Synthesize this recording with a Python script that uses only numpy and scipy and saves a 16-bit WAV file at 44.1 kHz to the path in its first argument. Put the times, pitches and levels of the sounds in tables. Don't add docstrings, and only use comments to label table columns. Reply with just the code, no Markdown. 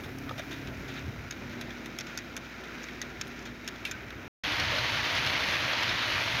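import sys
import numpy as np
from scipy import signal
from scipy.fft import rfft, irfft, next_fast_len
from scipy.io import wavfile
from scipy.ndimage import uniform_filter1d, map_coordinates

SR = 44100
rng = np.random.default_rng(int(sys.argv[2]) if len(sys.argv) > 2 else 0)


def gain_from_db(level_db):
    decades = np.asarray(level_db, float) / 20
    return 10 ** decades


def bounce(signal):
    frames = np.transpose(np.atleast_2d(signal))
    limited = np.clip(frames, -1, 1)
    pcm = np.round(limited * 32767).astype(np.int16)
    wavfile.write(sys.argv[1], SR, pcm)


N = 282240
TIME = np.arange(N) / SR
BRIDGE_ENDS_S, LAYOUT_STARTS_S = 4.2805, 4.4352
MIC_TOP_HZ = 15850
PATCHY_DB = 0.6

# (time [s], roll level [dB])
WHEEL_LOAD = [(0, -48), (.2, -49.5), (.55, -47), (.7, -49), (1.0, -46.5), (1.15, -50), (1.45, -47.5),
              (2.0, -47.5), (2.17, -46), (2.27, -48.5), (2.6, -47.5), (2.75, -45.5), (2.9, -45.5),
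              (3.0, -48), (3.35, -47), (3.58, -50), (3.68, -47.5), (4.28, -47.5)]
FIZZ_DB, FIZZ_DB_PER_LOAD_DB, FIZZ_NEAR_DB, FIZZ_NEAR_S = -70.5, 0.5, 6, 1.2
DECK_DB, DECK_NEAR_DB, DECK_NEAR_S = -59, 8.5, 1.6
USUAL_LOAD_DB, HISS_DB, HISS_DB_PER_LOAD_DB, HISS_FADE_DB, HISS_FADE_S = -48, -56.5, 0.98, 3.5, 3.98
# (time [s], level [dB], half length [s])
DECK_THUMPS = [(0.037, -42, .03), (0.276, -48, .06), (0.697, -38.5, .04), (.81, -42.5, 0.048),
               (1.075, -40, 0.027), (1.22, -46, 0.055), (1.503, -45.5, 0.13), (2.35, -56, .1),
               (2.75, -55, 0.046), (3.22, -52, .06), (3.55, -54, .05), (3.9, -54, .08), (4.151, -48, 0.17)]
# (frequency [Hz], density [dB per Hz])
DECK_SPECTRUM = [(12, -56.5), (20, -28), (43, -8.5), (96, 4), (135, 2.5), (162, -17.5), (200, -0.5),
                 (260, -39.5), (440, -120)]
# (frequency [Hz], density [dB per Hz])
ROLL_SPECTRUM = [(590, -27.5), (1000, -7), (1110, -10.5), (1400, 0.5), (1720, -2), (2380, -1.5),
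                 (2920, -12), (3200, -12.5), (4160, -36), (7040, -120)]
# (frequency [Hz], density [dB per Hz])
HISS_SPECTRUM = [(1650, -20.5), (2800, -2), (3060, -5.5), (3470, -3), (3780, 0), (4350, -6), (5350, -5.5),
                 (6430, -8), (6910, -13), (7840, -26.5), (8200, -24.5), (10700, -52), (18000, -120)]
# (frequency [Hz], density [dB per Hz])
FIZZ_SPECTRUM = [(4410, -37), (7500, -4.5), (8030, -18.5), (9310, -5.5), (11400, -2.5), (14100, 2),
                 (15100, 1.5), (16200, -6.5)]

# (time [s], shaft speed [turns/s], hum level [dB], share of far colour [0-1])
MOTOR_RUN = [(0, 33, -50, 0), (.12, 32.98, -48, 0), (.28, 33.2, -44, 0.02), (.44, 33.4, -51.5, .03),
             (.6, 33.56, -45.5, 0.03), (.85, 33.82, -48.5, 0.12), (1.05, 33.93, -44, 0.22),
             (1.2, 34.1, -47.5, 0.7), (1.4, 34.25, -48, 0.86), (1.6, 34.48, -44, 1),
             (2.2, 34.66, -47, 0.84), (2.6, 34.68, -52, 0.9), (3.0, 34.81, -47.5, 0.96),
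             (3.45, 34.79, -46.5, 0.9), (3.75, 34.86, -50.5, 1), (3.95, 34.65, -57.5, 0.8)]
# (shaft multiple [-], level [dB])
NEAR_COLOUR = [(1, -12.5), (2, -20.5), (3, 0.5), (4, 4.5), (5, -7.5), (6, -11), (7, -4.5), (8, 6),
               (9, -1.5), (10, -12), (11, -9), (12, -12)]
# (shaft multiple [-], level [dB])
FAR_COLOUR = [(1, -19.5), (2, -24.5), (3, -14.5), (4, -4), (5, -9), (6, -7), (7, 4), (8, -10.5), (9, -8),
              (10, -4), (11, -14.5), (12, -14.5)]
# (frequency [Hz], density [dB per Hz])
GEAR_SPECTRUM = [(88, -40.5), (150, -9.5), (247, -4.5), (370, -5.5), (473, -11), (672, -11), (1090, -20.5),
                 (1300, -20), (1690, -28.5), (2860, -120)]
GEAR_DB, GEAR_DB_PER_S = -46.5, -0.53
# (frequency [Hz], level [dB])
WHINE_LINES = [(59.2, -56.5), (11779, -88), (13550, -86), (15649, -95)]

# (time [s], bright peak [dB], dull part [dB], top [dB], rebound delay [s])
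RAIL_JOINTS = [(0.3085, -44, -2, -23, 0.0078), (0.6716, -36.5, -0.5, -27, .013),
               (1.3085, -26, -8, -23, .013), (1.6107, -31.5, -4, -12.5, .0077),
               (1.8583, -35, -3, -14, .0072), (1.9862, -20.5, -13.5, -21, .0131),
               (2.174, -20, -12.5, -23.5, .0124), (2.365, -22.5, -10.5, -19, 0.0097),
               (3.015, -22.5, -11, -20.5, 0.009), (3.2115, -20, -10.5, -25.5, 0.0039),
               (3.676, -22.5, -9.5, -20.5, .0094), (3.8509, -29, 0, -12.5, 0.008),
               (3.911, -26.5, -7, -19, .006)]
# (time [s], bright peak [dB], dull part [dB], top [dB])
FAINT_JOINTS = [(0.1843, -39, -15, -12), (0.2917, -41, 7, -19), (0.393, -36, 0.5, -14),
                (0.5274, -43, -3, -14), (0.9388, -44, -3, -17), (.992, -43, -4, -20), (1.088, -52, -2, -20),
                (1.4954, -48, 3, -17), (1.7053, -44.5, 7, -25), (2.4574, -50, 8, -21),
                (2.609, -47, -6, -24), (2.6369, -46, 4, -13), (2.0074, -25, -8, -31),
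                (2.068, -34.5, -6, -30), (2.831, -33, -11, -25), (2.8393, -33, -6, -26),
                (2.8847, -46, 8, -15), (2.9294, -46, 2, -22), (3.269, -44, 1, -15), (3.2774, -45, -6, -7),
                (3.3907, -37.5, -10, -31), (3.4246, -43, -7.5, -19.5), (3.6444, -49.5, 8, -13),
                (3.6854, -35, -6, -19), (3.9143, -31, -7, -22), (.378, -42, 0, -20), (.3175, -44, -6, -20),
                (1.0635, -50, -4, -20), (2.9455, -52, -6, -20), (3.7584, -45, 2, -20),
                (4.1043, -44, 4.5, -15)]
REBOUND_DB, REBOUND_DULL_DB, JOINT_T60_S = -12, 7, 0.021
# (time [s], bright peak [dB], dull part [dB], top [dB], t60 [s])
FLANGE_SCUFFS = [(.033, -43, 2, -11, 0.086), (.377, -37, 3.5, -15, 0.07), (.508, -40.5, 4.5, -16, 0.12),
                 (.877, -43, 4, -18, 0.15), (.953, -45, 8.5, -20, 0.088), (.976, -45.5, 6, -24, 0.088),
                 (2.075, -42.5, 2, -27, 0.083), (3.451, -37.5, -1, -21, 0.097),
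                 (3.86, -41, 3.5, -14.5, 0.17), (3.911, -28, -9, -20, 0.03), (1.617, -46, 5, -18, .04),
                 (2.886, -45, 4, -24, 0.053)]
# (frequency [Hz], width [Hz], level [dB])
RAIL_MODES = [(1520, 350, -2), (1960, 300, -2), (2425, 250, -1), (3640, 600, -3.5)]
# (frequency [Hz], width [Hz], level [dB])
HEAD_MODES = [(4590, 230, -4), (5390, 330, 2), (6450, 460, 1), (7200, 300, -5)]
# (frequency [Hz], width [Hz], level [dB])
TICK_MODES = [(8520, 2800, -2), (11650, 2000, 1.5), (13800, 1800, 0.5)]

# (time [s], low mode level [dB], high mode level [dB])
COUPLER_KNOCKS = [
    (.2925, -38, -25),
    (.3092, -33, -27),
    (.380, -29, -36),
    (0.3955, -24, -28),
    (.512, -38, -32),
    (5.733, -20.5, -24),
    (5.828, -27, -25),
]
# (frequency [Hz], width [Hz], level [dB])
CAR_MODES = [(640, 260, 4), (1213, 490, 2)]
# (time [s], level [dB], pitch [Hz], t60 [s])
STRUCK_RINGS = [(2.008, -37, 2050, .04), (3.0155, -32, 1960, .06), (3.8517, -24.5, 2331, .045),
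                (3.8517, -30, 2708, .07), (3.864, -35, 2500, .09), (3.862, -46, 4210, .12),
                (3.86, -48, 5152, .1), (3.852, -35, 3680, .03), (3.9135, -35, 7140, .03),
                (3.9205, -37, 1550, .04), (3.9376, -38, 2340, .03), (3.94, -39, 1550, .12),
                (2.8865, -34, 2150, .025), (2.895, -35, 1840, .03), (2.84, -32, 1600, .025),
                (2.931, -38, 1750, .03), (1.611, -34, 3950, .025), (1.7055, -38, 3250, .025),
                (.9845, -35, 1750, .03), (.5285, -35, 2450, .02), (.3945, -37, 5800, .02),
                (4.72, -37, 620, .3), (4.72, -38, 575, .3), (4.47, -41, 295, .9), (4.72, -40, 500, .3),
                (5.88, -41, 345, .4), (6.15, -45, 660, 1.2), (4.5985, -20.5, 4300, .022),
                (4.5985, -28, 5700, .015), (4.7862, -21, 4100, .022), (4.7853, -24, 2350, .03),
                (5.7318, -23, 3300, .02), (5.7318, -25, 4200, .02), (5.8925, -23, 3650, .022),
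                (5.893, -26, 5200, .022), (4.52, -24, 4030, .02), (4.4495, -25, 3250, .018),
                (5.151, -27, 5000, .015), (5.2645, -27, 5000, .015), (5.2975, -22, 2000, .02),
                (.3095, -28.5, 1270, .036), (.3095, -32.5, 534, 0.046), (.311, -34, 900, .03),
               (.3095, -40, 5000, .015), (.2927, -34, 1300, .02), (.396, -38, 1200, .02),
               (1.3092, -40, 2200, .022), (1.3092, -40, 3692, .022), (1.859, -44, 2207, .022),
               (1.859, -42, 3639, .022), (1.9875, -31.5, 3348, 0.028), (1.988, -35, 1981, .028),
               (2.008, -34, 3623, .025), (2.008, -36, 5426, .022), (2.1748, -34, 3660, .025),
               (2.1748, -40, 1518, .025), (2.1748, -32, 6560, .02), (2.188, -33, 1948, 0.029),
               (2.3658, -39, 2500, .025), (2.3658, -33, 3294, 0.027), (2.3658, -40, 6556, .02),
               (3.0158, -28, 6420, .018), (3.0158, -37, 3740, .025), (3.0245, -33, 3900, .02),
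               (3.0245, -38, 2070, .02), (3.2122, -35, 2426, .025), (3.2122, -33, 3730, .025),
               (3.2122, -37, 5740, .02), (3.2122, -33, 7200, .018), (3.6768, -36, 1940, 0.024),
               (3.6768, -33, 2400, .025), (3.6768, -36, 1582, .025), (3.8517, -33, 6550, .018)]

# (time [s], level [dB], half length [s])
BOARD_BOOMS = [
    (4.62, -43.5, 0.13),
    (4.97, -42, 0.035),
    (5.3, -44, 0.13),
    (5.49, -43, 0.02),
    (5.66, -44, 0.045),
    (5.91, -45, 0.046),
    (6.17, -43, .04),
    (6.34, -42, 0.042),
]
# (frequency [Hz], density [dB per Hz])
BOARD_SPECTRUM = [(12, -68), (20, -38), (24, -25), (35, -15), (54, -5), (108, 2), (124, 0.5), (200, -10.5),
                  (260, -43), (440, -120)]
BOARD_DB, BOARD_DB_PER_S = -46, -2.5
# (frequency [Hz], density [dB per Hz])
RUSH_SPECTRUM = [(130, -34), (200, -8), (290, -4.5), (400, -9.5), (630, -5.5), (800, -6.5), (1190, -4),
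                 (1950, 0), (2500, -1), (3200, -3), (4400, -7), (4900, -11.5), (6400, -17.5), (8000, -41)]
RUSH_DB, RUSH_PEAK_S, RUSH_SAG_DB = -30.5, 5.4, 0.4
# (time [s], level [dB], half length [s])
POINT_RATTLES = [(4.606, -29, 0.011), (4.736, -30.5, 0.025), (4.788, -32, 0.009), (4.86, -32, 0.014),
                 (5.056, -28, 0.01), (5.106, -29, 0.011), (5.175, -28, 0.028), (5.273, -29, 0.007),
                 (5.298, -28, 0.009), (5.357, -30, 0.015), (5.44, -30, 0.0053), (5.5, -31.4, 0.0066),
                 (5.54, -30.5, 0.019), (5.734, -37, 0.0069), (5.832, -26.5, 0.01), (5.898, -29, 0.027),
                 (6.04, -31, 0.015), (6.122, -30.6, 0.015), (6.208, -29, 0.0092), (6.277, -30, 0.009),
                 (6.367, -30.4, 0.027)]
RATTLE_DB = -4
# (frequency [Hz], density [dB per Hz])
BUSY_FIZZ_SPECTRUM = [(4410, -30.5), (7500, -13), (8230, -6), (10700, 2), (13300, 0), (15100, 0),
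                      (15800, -10), (16200, -12)]
BUSY_FIZZ_DB = -58
# (time [s], peak level [dB])
CLATTER_BLOWS = [(4.4489, -31), (4.5192, -16), (4.598, -12), (4.7253, -23), (4.785, -19), (4.9926, -22),
                 (5.0525, -19), (5.1508, -15), (5.1727, -15), (5.264, -12), (5.3484, -31), (5.438, -30),
                 (5.5254, -21), (5.7324, -18), (5.8292, -13), (5.8928, -23), (6.0246, -21), (6.1196, -17),
                 (6.2642, -22.5), (6.3296, -24), (6.3585, -19.5), (6.3807, -26)]
CLATTER_TOP_DB, CLATTER_T60_S = -31.5, 0.027
# (frequency [Hz], width [Hz], level [dB])
FUZZY_TONES = [(96.4, 10, -57), (113.6, 9.8, -53), (624, 70, -53), (935, 82, -49), (1920, 25, -54.5)]


def unit(x):
    return x / np.sqrt(np.mean(x ** 2) + 1e-20)


def curves(rows):
    s, *columns = np.transpose(rows)
    return [np.interp(TIME, s, column) for column in columns]


def wobble(rate):
    knots = rng.standard_normal(int(N * rate / SR) + 4)
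    return map_coordinates(knots, [TIME * rate])


def filtered(x, response):
    m = next_fast_len(N + 8192)
    return irfft(rfft(x, m) * response(np.fft.rfftfreq(m, 1 / SR)), m)[..., :N]


def ringing(x, modes):
    def response(f):
        total = 0
        for k, (hz, width, db) in enumerate(modes):
            total = total + (-1) ** k * gain_from_db(db) * 1j * f * width / (hz * hz - f * f + 1j * f * width)
        return total
    return filtered(x, response)


def rush(spectrum, contact_db, patchy_db):
    z = signal.stft(rng.standard_normal(N) * gain_from_db(contact_db), nperseg=512)[2]
    field = uniform_filter1d(rng.standard_normal(z.shape), size=6, axis=0)
    field = uniform_filter1d(field, size=8, axis=1)
    x = signal.istft(z * gain_from_db(patchy_db * unit(field)), nperseg=512)[1][:N]
    f, db = np.transpose(spectrum)

    def colour(hz):
        level_db = np.interp(np.log(hz + 1), np.log(f + 1), db, -120, -120)
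        return gain_from_db(level_db) * (hz < MIC_TOP_HZ)
    return unit(filtered(x, colour))


def thumped(base_db, rows):
    swells = sum(gain_from_db(db) ** 2 * np.exp(-((TIME - s) / half) ** 2) for s, db, half in rows)
    return np.sqrt(gain_from_db(base_db) ** 2 + swells)


def bursts(s, db, t60, impact=4.1, rise=0.00024):
    t = np.arange(SR // 8) / SR
    force = rng.standard_normal((len(s), len(t))) * (1 - np.exp(-t / rise))
    force += impact * np.exp(-((t - 0.0002) / 0.00002) ** 2)
    chatter = gain_from_db(db[:, None] - 60 * t / np.clip(t60, 0.004, 0.3)[:, None]) * force
    at = np.round((s + 0.0006) * SR).astype(int)[:, None] + np.arange(len(t))
    return np.bincount(at.ravel(), chatter.ravel(), N + SR)[:N]


def capsule(x):
    return signal.sosfilt(signal.butter(8, 7500, fs=SR, output="sos"), x)


def clicks(rows, **touch):
    s, db, dull_db, top_db, t60 = np.transpose(rows)
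    dull = ringing(bursts(s, db + dull_db + 10.5, 2.0 * t60, **touch), RAIL_MODES)
    bright = ringing(bursts(s, db + 3.5, t60, **touch), HEAD_MODES)
    tick = bursts(s, db + top_db + 9.0, 0.91 * t60, **touch)
    return capsule(dull + bright) + ringing(ringing(tick, TICK_MODES), TICK_MODES)


def passing():
    roll_db, = curves(WHEEL_LOAD)
    load_db = roll_db - USUAL_LOAD_DB
    contact = 0.4 * wobble(15) + 0.65 * wobble(70) + 1.6 * wobble(400)
    deck_db = DECK_DB + DECK_NEAR_DB * np.exp(-(TIME / DECK_NEAR_S) ** 2)
    deck = thumped(deck_db, DECK_THUMPS) * rush(DECK_SPECTRUM, 0.97 * wobble(14), patchy_db=-1.0)
    roll = gain_from_db(roll_db + 0.64) * rush(ROLL_SPECTRUM, 0.61 * contact, PATCHY_DB)
    gone_db = HISS_FADE_DB / (1 + np.exp((HISS_FADE_S - TIME) / 0.12))
    hiss_db = HISS_DB + HISS_DB_PER_LOAD_DB * load_db + 0.97 - gone_db
    hiss = gain_from_db(hiss_db) * rush(HISS_SPECTRUM, 0.86 * contact, PATCHY_DB)
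    near_db = FIZZ_NEAR_DB * np.exp(-(TIME / FIZZ_NEAR_S) ** 2)
    fizz_db = FIZZ_DB + FIZZ_DB_PER_LOAD_DB * load_db + near_db
    fizz = gain_from_db(fizz_db) * rush(FIZZ_SPECTRUM, 0.5 * contact, PATCHY_DB / 2)
    return deck + roll + hiss + fizz


def motor():
    turn_hz, hum_db, far = curves(MOTOR_RUN)
    turn = 2 * np.pi * np.cumsum(turn_hz * (1 + 0.008 * wobble(7))) / SR
    far = np.clip(far, 0, 1)
    hum = np.zeros(N)
    for (k, near_db), (_, far_db) in zip(NEAR_COLOUR, FAR_COLOUR):
        waver_db, slip = 1.4 * wobble(12), 0.4 * wobble(12)
        level_db = near_db + far * (far_db - near_db) + waver_db
        hum += gain_from_db(level_db) * np.sin(k * turn + slip + rng.uniform(0, 2 * np.pi))
    whirr = rush(GEAR_SPECTRUM, np.cos(turn) + 1.48 * wobble(20), patchy_db=0.0)
    return gain_from_db(hum_db - 4) * hum + gain_from_db(GEAR_DB + GEAR_DB_PER_S * TIME) * whirr


def whine():
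    out = np.zeros(N)
    for hz, db in WHINE_LINES:
        level_db = db + 3.5 + 1.5 * wobble(6)
        out += gain_from_db(level_db) * np.sin(2 * np.pi * hz * TIME + hz / 16000 * wobble(25))
    return out


def joints():
    drops = [(*row[:4], JOINT_T60_S) for row in [*RAIL_JOINTS, *FAINT_JOINTS]]
    rebounds = [(s + after, db + REBOUND_DB, dull_db + REBOUND_DULL_DB, top_db, JOINT_T60_S)
                for s, db, dull_db, top_db, after in RAIL_JOINTS]
    return clicks(drops + rebounds) + clicks(FLANGE_SCUFFS, impact=0.3, rise=0.0039)


def knocks():
    s, *levels = np.transpose(COUPLER_KNOCKS)
    t60 = np.full(len(s), 0.022)
    out = np.zeros(N)
    for db, mode in zip(levels, CAR_MODES):
        out += ringing(ringing(bursts(s, db, t60, impact=6.3), [mode]), [mode])
    return out


def rings():
    out, t = np.zeros(N + SR), np.arange(SR) / SR
    drift_turns = 0.07 * np.pad(wobble(150), (0, SR))
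    for s, db, hz, t60 in STRUCK_RINGS:
        at = round(s * SR)
        decay = gain_from_db(db - 60 * t / t60) * (1 - np.exp(-t / 0.00078))
        out[at:at + SR] += decay * np.sin(2 * np.pi * (hz * t + drift_turns[at:at + SR]))
    return out[:N]


def clatter():
    s, db = np.transpose(CLATTER_BLOWS)
    t60 = np.full(len(s), CLATTER_T60_S)
    body = ringing(bursts(s, db - 12, t60), [*RAIL_MODES, *HEAD_MODES[:2]])
    tick = bursts(s, db + CLATTER_TOP_DB + 3.5, t60)
    return capsule(body) + ringing(ringing(tick, TICK_MODES), TICK_MODES)


def fuzzy_tones():
    out = np.zeros(N)
    for hz, width, db in FUZZY_TONES:
        mode = [(hz, width, 0)]
        out += gain_from_db(db) * unit(ringing(ringing(rng.standard_normal(N), mode), mode))
    return out


def busy():
    contact = 0.15 * wobble(18) + 0.45 * wobble(80) + 1.15 * wobble(600)
    board_db = BOARD_DB + BOARD_DB_PER_S * (TIME - LAYOUT_STARTS_S)
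    board = thumped(board_db, BOARD_BOOMS) * rush(BOARD_SPECTRUM, 0.5 * wobble(18), PATCHY_DB)
    rush_db = RUSH_DB - RUSH_SAG_DB * (TIME - RUSH_PEAK_S) ** 2
    rattles = [(s, db + RATTLE_DB, half) for s, db, half in POINT_RATTLES]
    roll = thumped(rush_db, rattles) * rush(RUSH_SPECTRUM, contact, PATCHY_DB)
    fizz = rush(BUSY_FIZZ_SPECTRUM, 0.63 * contact + 1.2 * wobble(25), PATCHY_DB)
    return board + roll + gain_from_db(BUSY_FIZZ_DB) * fizz + clatter() + fuzzy_tones()


def scene():
    lines = whine()
    blows = knocks() + rings()
    clicking = filtered(joints(), lambda hz: hz < MIC_TOP_HZ + 600)
    bridge = passing() + motor() + clicking + lines + blows
    bridge = bridge * np.clip((BRIDGE_ENDS_S - TIME) / 0.00078, 0, 1)
    layout = filtered(busy() + lines + blows, lambda hz: hz < MIC_TOP_HZ)
    layout = layout * np.clip((TIME - LAYOUT_STARTS_S) / 0.0024, 0, 1)
    return np.array([bridge + layout] * 2)


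def low_pass(x):
    return signal.sosfilt(signal.butter(12, 16530, fs=SR, output="sos"), x)


def record(dry):
    hiss_spectrum = [(5500, -8.5), (7500, -6), (9000, -2), (12000, -1), (14400, -4)]  # (Hz, dB per Hz)
    stray = gain_from_db(-84.0) * rush(hiss_spectrum, 1.5 * wobble(6), patchy_db=3.5)
    stray = stray * (TIME < BRIDGE_ENDS_S)
    return low_pass(dry + stray * [[1], [-1]])


dry = scene()
out = record(dry)
bounce(out)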